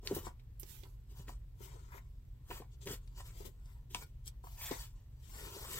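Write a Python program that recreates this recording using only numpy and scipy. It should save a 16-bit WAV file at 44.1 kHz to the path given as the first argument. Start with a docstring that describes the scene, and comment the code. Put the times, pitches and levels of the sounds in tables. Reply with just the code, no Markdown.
"""Stuffing yarn into a canvas sack

Hands hold a sack open and push balls of yarn in, close up in a small, well-damped craft room.
The weave hisses and crackles as its threads catch and slip, stiff folds scrape and snap taut,
and the soft load shifts and bumps. Under it lie a low room rumble, a mains hum and faint
microphone hiss."""
import sys
import numpy as np
from scipy import signal
from scipy.fft import rfft, irfft, next_fast_len
from scipy.io import wavfile
from scipy.ndimage import uniform_filter1d, map_coordinates

SR = 44100
rng = np.random.default_rng(int(sys.argv[2]) if len(sys.argv) > 2 else 0)


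def inscribe(sig):
    """Save sig as 16-bit PCM at rate SR to the path in sys.argv[1].

    A 1-D sig is mono; a 2-D sig holds one channel per row.
    Samples are clipped to [-1, 1] before scaling.
    """
    pcm = np.round(np.clip(np.atleast_2d(sig).T, -1, 1) * 32767)
    wavfile.write(sys.argv[1], SR, pcm.astype(np.int16))


N = 255339
T = np.arange(N) / SR


def cloth():
    """Each stroke rubs up four layers: the weave, its finest fibres, the stiff folds, the yarn inside."""
    # tone of the canvas hiss, the fibre sheen, the fold scrape and the load: (frequency [Hz], level [dB])
    weave_tone = [(1500, -51.5), (2400, -6), (3200, 2), (4300, -2), (5800, -1.5), (7700, 3.5), (8600, -1.5),
                  (9400, -14.5), (11000, -9.5), (14000, -19)]
    sheen_tone = [(7500, -7), (9500, -7.5), (11000, -4), (12500, 1.5), (16000, -0.5)]
    fold_tone = [(400, -31.5), (620, 10), (730, -6), (1000, 4.5), (1200, -4.5), (1400, 0), (1600, -8.5),
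                 (1900, -2), (2400, -9), (3400, -32.5)]
    load_tone = [(15, -25), (45, -6), (70, 12), (110, 1), (170, -1), (240, -4.5), (300, -4.5), (390, 2.5),
                 (500, -3), (640, -8.5), (1000, -49)]
    weave, sheen, folds, load, _ = strokes()
    weave *= friction(weave_tone, slips_per_s=3000, spread_db=2, slide=0.765, clump_db=-1, clump_hz=63.8)
    sheen *= friction(sheen_tone, 6600, spread_db=2.5, slide=0.91, clump_db=1.33, clump_hz=66.4)
    folds *= friction(fold_tone, 900, spread_db=1.5, slide=0.59, clump_db=2.04, clump_hz=49.77)
    load *= friction(load_tone, 650, spread_db=2, slide=0.78, clump_db=1.8, clump_hz=39.3)
    return pockets(amp(-0.65) * weave + amp(3) * sheen + amp(0.3) * folds + load)


def strokes(swing_db=20, ease=1.22, settle_db=-31, settle_db_per_s=130, idle_pan_db=2.5):
    """Strokes speed up, hold and slow, then the cloth settles. Gives four layer gains and the pan."""
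    # Hand and yarn slide along the cloth: pulling out, dropping balls in, a last deep push.
    # Rise and fall span swing_db; sheen, folds and load are relative to the weave's drive.
    # (full speed at [s], rise [s], hold [s], fall [s], weave drive [dB],
    #  sheen [dB], folds [dB], load [dB], pan to the left [dB])
    gestures = [ (.064, 0.036, 0.023, 0.16, -56.5, -0.5, -3, 7.5, 1.5),
                (0.148, 0.011, 0.028, 0.075, -56.5, 7.5, -4, 6, 2),
                (0.256, 0.036, 0.0074, 0.049, -54.5, -8.5, 0.5, 2, 5.5),
                (0.598, 0.0073, 0.0064, 0.07, -65.5, 0, -8, -3, -12.5),
                (0.698, 0.078, 0.022, 0.19, -61.5, 4, -27, -7, -12.5),
                (.845, 0.027, 0.015, 0.054, -76, -27, -5, 12, -0.5),
                (1.11, 0.035, 0.0095, 0.048, -70.5, -2.5, -23, -3, 2.5),
                (1.183, 0.056, 0.013, .08, -63.5, -1.5, -2, -6, 3.5),
                (1.283, 0.016, 0.0048, 0.073, -58, -5, -4.5, 2, 2.5),
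                (1.637, 0.055, 0.013, .06, -59.5, 1, -4.5, -3.5, 8.5),
                (1.685, 0.061, 0.0091, 0.35, -65.5, -10, -0.5, 0.5, 8.5),
                (1.947, 0.059, 0.032, 0.032, -68, 3, 13.5, -0.5, 7),
                (2.516, 0.052, 0.064, 0.041, -59, 0.5, -1, -2.5, 3),
                (2.597, 0.025, 0.0042, 0.064, -65.5, -6, 1, -8, 2.5),
                (2.736, 0.036, 0.0039, 0.023, -68.5, -17, -15, -10, 5),
                (2.814, 0.0093, 0.021, 0.037, -61.5, -11, -9.5, -7, 8),
                (2.874, 0.023, 0.027, 0.045, -53, -1.5, 1, 5, 3),
                (2.918, 0.07, 0.018, 0.041, -50, -2, -4.5, 1, 2),
                (3.03, 0.061, 0.084, 0.087, -79, -4, -2, 8, 6),
                (3.183, 0.04, .022, 0.038, -56.5, -8, -8, -11, 3.5),
                (3.264, 0.041, .004, 0.11, -59, -4, -4, -7, 3),
                (3.376, 0.066, .04, 0.1, -63.5, -1.5, -4, 2.5, 8.5),
                (3.454, 0.013, 0.0089, 0.038, -55, 0.5, -5.5, 6, 10),
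                (3.7, 0.15, 0.017, .13, -73.5, -2.5, 1.5, -9, 6),
                (3.907, 0.01, 0.027, 0.11, -63, -0.5, -13, -4, 2),
                (3.961, 0.039, 0.02, 0.097, -58, -1, -16, 0, 3),
                (4.025, 0.038, 0.0079, 0.017, -58.5, 1, 0, 1, 3.5),
                (4.276, 0.026, 0.0017, 0.022, -53, -3, -36, -30, 5),
                (4.444, 0.017, 0.098, 0.16, -69.5, 5, -8, -19, 5.5),
                (4.63, 0.071, .036, 0.14, -49.5, .5, -4.5, -31, 1),
                (4.728, 0.026, 0.016, 0.08, -55, -5, 6, -5, 10),
                (4.808, 0.1, 0.0066, 0.089, -55.5, 0.5, -21, -34, 2.5),
                (4.958, 0.018, .015, 0.19, -78.5, -5, -4, -7, 1.5),
                (5.236, 0.019, 0.061, 0.13, -67, -5, -15, -9, 16),
                (5.389, 0.15, 0.081, 0.1, -54.5, -1.5, -4, -3, 5),
                (5.545, 0.076, .1, 0.064, -54.5, -2.5, -4, -5.5, 3.5),
                (5.731, 0.15, .065, .1, -49, -.5, -5, -0.5, 3.5)]
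    t = T[::32]
    idle = amp([-90, -85.5, -87, -95])  # weave, sheen, folds, load: a held sack is never quite still
    power = idle[:, None] ** 2 * np.ones(len(t))
    weighted_pan = idle_pan_db * power.sum(0)
    for start, rise, hold, fall, db, sheen_db, folds_db, load_db, pan_db in gestures:
        before, after = np.maximum(start - t, 0), np.maximum(t - start - hold, 0)
        attack_db = -swing_db * (before / rise) ** ease
        release_db = np.maximum(-swing_db * (after / fall) ** ease, settle_db - settle_db_per_s * after)
        stroke = np.outer(amp([0, sheen_db, folds_db, load_db]), amp(db + attack_db + release_db)) ** 2
        power += stroke
        weighted_pan += pan_db * stroke.sum(0)
    return [np.interp(T, t, curve) for curve in (*np.sqrt(power), weighted_pan / power.sum(0))]


def friction(tone, slips_per_s, spread_db, slide, clump_db, clump_hz):
    """Threads catch and slip in tiny clicks of uneven size, clumped, over a smooth sliding noise."""
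    noise = rng.standard_normal(N)
    sizes = amp(spread_db * np.minimum(rng.exponential(1, N), 4)) * np.sign(noise)
    slips = unit(sizes * (rng.random(N) < slips_per_s / SR))
    clumps = amp(clump_db * wander(clump_hz))
    return colour((slips + slide * noise) * clumps, tone)


def pockets(x, depth_db=3.0):
    """Hollows between hand and cloth open and close, so narrow resonances come and go."""
    spectrum = signal.stft(x, SR, nperseg=512)[2]
    patches = uniform_filter1d(rng.standard_normal(spectrum.shape), size=3, axis=0)
    patches = unit(uniform_filter1d(patches, size=16, axis=1))  # narrow in pitch, drawn out in time
    depth = depth_db / (1 + np.linspace(0, 1, len(spectrum)))[:, None]  # shallower towards the treble
    return signal.istft(spectrum * unit(amp(depth * patches)), SR, nperseg=512)[1][:N]


def bumps(reach_octaves=0.47, crush=0.65, rise_s=0.0025, heave_hz=229.5, heave_t60=0.061):
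    """A soft blow rings the sack and crushes the padding in a dull puff; hard blows heave the load."""
    # soft knocks of hand, yarn and sack: (time [s], level [dB], centre [Hz], decay t60 [s])
    blows = [(.031, -53, 400, 0.038), (.111, -30.5, 340, 0.039), (.121, -36, 332, .045),
             (.166, -33.5, 340, 0.043), (.268, -40, 690, .022), (.631, -45.5, 425, 0.023),
             (.833, -51.5, 463, .027), (.85, -64, 990, 0.17), (1.109, -62.5, 330, 0.081),
             (1.196, -49, 222, 0.044), (1.291, -45.5, 830, 0.038), (1.606, -47.5, 328, 0.024),
             (1.756, -54.5, 525, 0.049), (1.945, -52.5, 620, 0.086), (2.501, -44.5, 450, 0.09),
             (2.509, -42.5, 1010, 0.05), (2.601, -45, 387, 0.035), (2.62, -49, 724, 0.018),
             (2.87, -40, 407, 0.019), (2.9, -42, 242, 0.073), (2.932, -46, 507, 0.016),
             (3.2, -51, 810, 0.046), (3.404, -44, 350, 0.031), (3.946, -38.5, 884, 0.04),
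             (4.438, -50.5, 750, 0.05), (4.469, -50.5, 910, 0.018), (4.71, -31.5, 547, 0.06),
             (5.564, -46, 384, 0.036)]
    # resonances of the loaded sack: (frequency [Hz], level [dB])
    modes = [(150, 23), (245, 4.5), (350, 4), (405, 5), (490, -1), (740, -5.5), (990, -2.5), (1330, -14.5),
             (1820, -2)]
    out, t = np.zeros(N), np.arange(SR // 8) / SR
    mode_hz, mode_db = np.transpose(modes)
    waves = np.sin(2 * np.pi * mode_hz[:, None] * t)
    attack = 1 - np.exp(-t / rise_s)
    for start, db, hz, t60 in blows:
        nearness = np.exp(-0.5 * (np.log2(mode_hz / hz) / reach_octaves) ** 2)
        ring = (amp(mode_db) * nearness) @ waves
        puff = band(rng.standard_normal(len(t)), hz, octaves=1.17)
        blow = peaked((crush * unit(puff) - unit(ring)) * attack * decay(t, t60))
        thud = band(rng.standard_normal(len(t)), heave_hz, octaves=0.65)
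        heave = peaked(thud * attack * decay(t, heave_t60))
        heave_db = -5.5 + 0.87 * (db + 32)  # relative to the blow: harder ones carry more weight
        add(out, start, amp(db) * (blow + amp(heave_db) * heave))
    return out


def snaps(kick=2.0, crack_s=0.00026, flutter=0.31, skirt=0.45):
    """A fold snaps taut or a finger flicks the cloth: a sharp crack, then a short flutter of fabric."""
    # cracks of the canvas: (time [s], level [dB], centre [Hz], core width [octaves], flutter t60 [s])
    cracks = [(.0734, -32.5, 3170, 1.3, 0.022), (.15, -42, 11700, 0.55, 0.067), (.396, -67, 2820, 1.2, .06),
              (.598, -43, 12700, .35, 0.11), (.6322, -49, 4340, 1.2, .028), (.835, -55, 2940, 0.66, 0.034),
              (1.282, -52.5, 1840, 0.48, 0.034), (2.505, -49, 2340, 0.81, 0.17),
              (2.858, -52, 5960, 1.1, 0.032), (2.873, -43.5, 2380, 1.3, 0.086),
              (3.076, -64, 3900, 0.95, 0.03), (3.658, -65.5, 5960, 0.9, 0.087),
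              (3.947, -32, 2880, 1.55, 0.014), (4.259, -55, 9000, 0.91, 0.066),
              (4.2783, -41.5, 7960, 1.3, 0.023), (4.713, -42, 3660, 1.3, 0.095)]
    out, t = np.zeros(N), np.arange(SR // 8) / SR
    for start, db, hz, octaves, t60 in cracks:
        burst = rng.standard_normal(len(t)) * (np.exp(-t / crack_s) + flutter * decay(t, t60))
        burst[0] = kick
        snap = band(burst, hz, octaves) + skirt * band(burst, hz, 2 * octaves)
        add(out, start, amp(db) * peaked(snap))
    return out


def microphones(x, shadow_hz=330, lead_s_per_db=4e-5, roam_s=1.6e-5):
    """The microphone nearer to the hands hears them earlier and, above the bass, louder."""
    pan_db = strokes()[-1]
    lead_s = lead_s_per_db * pan_db / 2 + roam_s * wander(hz=40.08)  # the rubbing spot hops about
    bass = signal.sosfilt(signal.butter(1, shadow_hz, fs=SR, output="sos"), x)
    direct_db = 1.36 * pan_db  # direct sound is more one-sided than the sum with its echoes
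    pair = []
    for sign in (1, -1):
        heard = bass * amp(sign * direct_db / 6) + (x - bass) * amp(sign * direct_db / 2)
        pair.append(map_coordinates(heard, [(T + sign * lead_s) * SR], order=3))
    return np.array(pair) / np.sqrt((amp(direct_db) + amp(-direct_db)) / 2)


def early_echoes(surfaces_db=-9.5, clutter_db=-5, clutter_t60=0.056, scatter_hz=900):
    """Impulse response of desk and shelves: a few distinct echoes in a dense scatter off odds and ends."""
    # nearest surfaces: (left delay [s], right delay [s], relative level [dB])
    surfaces = [(.0012, .0007, -9), (.0028, .0023, -11), (.0047, .0058, -13), (.0078, .0071, -14),
                (.0098, .0107, -16), (.0195, .0188, -20)]
    taps = np.zeros((2, SR // 2))
    for left_s, right_s, db in surfaces:
        taps[[0, 1], [round(left_s * SR), round(right_s * SR)]] += amp(db)
    clutter = rng.standard_normal(taps.shape) * decay(T[:SR // 2], clutter_t60)
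    echoes = amp(surfaces_db) * taps + amp(clutter_db) * clutter / np.linalg.norm(clutter[0])
    low_cut = signal.butter(2, scatter_hz, "high", fs=SR, output="sos")  # small things reflect no bass
    return signal.sosfilt(low_cut, echoes)


def room(x, tail_db=-11, mono_hz=450, build_s=0.00067):
    """Early echoes, then a short tail that the yarn on the walls soaks up."""
    # reverb time of the room: (frequency [Hz], decay t60 [s])
    reverb_times = [(200, 0.09), (1000, 0.19), (4000, 0.11), (15000, 0.049)]
    early = early_echoes()
    hz, t, spectrum = signal.stft(rng.standard_normal(early.shape), SR, nperseg=256)
    shared = 1 / (1 + (hz[:, None] / mono_hz) ** 2)  # long waves reach both microphones alike
    spectrum[1] = shared * spectrum[0] + np.sqrt(1 - shared ** 2) * spectrum[1]
    spectrum *= decay(t, curve_at(reverb_times, hz)[:, None]) * (1 - np.exp(-t / build_s))
    tail = signal.istft(spectrum, SR, nperseg=256)[1][:, :SR // 2]
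    response = early + amp(tail_db) * tail / np.linalg.norm(tail[0])
    return signal.oaconvolve(x[None], response, axes=1)[:, :N]


def room_tone(rumble_db=-51, width_db=-18, hiss_db=-78):
    """Rumble and hum sit near the centre; each microphone adds its own hiss."""
    # tone of the still room and of the microphone hiss: (frequency [Hz], relative level [dB])
    rumble_tone = [(8, -13), (20, -28), (32, 0.5), (45, 3.5), (58, 1.5), (75, -7), (105, -7.5), (140, -12),
                   (170, -26), (250, -29.5), (330, -36), (450, -37.5), (900, -70.5)]
    hiss_tone = [(150, 7), (400, 8.5), (700, 5.5), (1500, -2), (3500, -2), (7000, -11), (8300, -7),
                 (9300, -55), (11000, -21), (12700, -5.5), (16000, -11)]
    # mains hum and a fainter tone just above it: (frequency [Hz], level [dB])
    hum_tones = [(120, -63.5), (141, -73)]
    rumble = colour(rng.standard_normal(N) + amp(width_db) * rng.standard_normal((2, N)), rumble_tone)
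    hum = sum(amp(db) * np.sqrt(2) * np.sin(2 * np.pi * hz * T + 0.16 * wander(hz=2))
              for hz, db in hum_tones)
    hiss = colour(rng.standard_normal((2, N)), hiss_tone)
    return amp(rumble_db) * rumble + hum + amp(hiss_db) * hiss


def amp(db):
    """Decibels to gain."""
    return 10 ** (np.asarray(db) / 20)


def decay(t, t60):
    """An envelope that falls 60 dB in t60 seconds."""
    return np.exp(-np.log(1000) * t / t60)


def unit(x):
    """Scales to an rms of one."""
    return x / np.sqrt(np.mean(x ** 2) + 1e-20)


def peaked(x):
    """Scales so that the loudest two milliseconds have an rms of one."""
    return x / np.sqrt(uniform_filter1d(x ** 2, size=88, mode="constant").max())


def curve_at(points, hz):
    """Reads a breakpoint curve on a log-frequency axis."""
    point_hz, value = np.transpose(points)
    return np.interp(np.log(hz + 1), np.log(point_hz + 1), value)


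def colour(x, tone):
    """Equalises a full-length signal with a tone curve, at unit rms."""
    size = next_fast_len(N, True)
    gain = amp(curve_at(tone, np.fft.rfftfreq(size, 1 / SR)))
    return unit(irfft(rfft(x, size) * gain, size)[..., :N])


def wander(hz):
    """A random drift at unit rms, moving at rates up to about hz."""
    return unit(np.interp(2 * hz * T, np.arange(4096), rng.standard_normal(4096)))


def band(x, hz, octaves):
    """A broad resonance around hz."""
    edges = np.clip([hz / 2 ** (octaves / 2), hz * 2 ** (octaves / 2)], 20, [0.4 * SR, 0.48 * SR])
    return signal.sosfilt(signal.butter(2, edges, "band", fs=SR, output="sos"), x)


def add(mix, start, sound):
    """Mixes a sound in at start seconds."""
    part = mix[max(round(start * SR), 0):][:len(sound)]
    part += sound[:len(part)]


def scene(dip_hz=620, dip_q=6, sway_hz=3):
    """The handled sack, its echoes and the still room."""
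    # a narrow dip hollows out the rubbing and the bumps
    dip = signal.iirnotch(dip_hz, dip_q, fs=SR)
    sack = signal.lfilter(*dip, cloth() + bumps()) + snaps()
    # as the arms move, the sound passes from one pattern of scattered echoes to another
    crossfade = 0.5 + 0.5 * np.cos(2 * np.pi * sway_hz * T + wander(hz=2))
    echoes = room(sack * crossfade) + room(sack * (1 - crossfade))
    return microphones(sack) + echoes + room_tone()


def record(dry):
    """A steep low-pass trims the very top of the treble."""
    low_pass = signal.firwin(511, cutoff=15900, window=("kaiser", 9), fs=SR)
    return signal.oaconvolve(dry, low_pass[None], "same")


dry = scene()
out = record(dry)
inscribe(out)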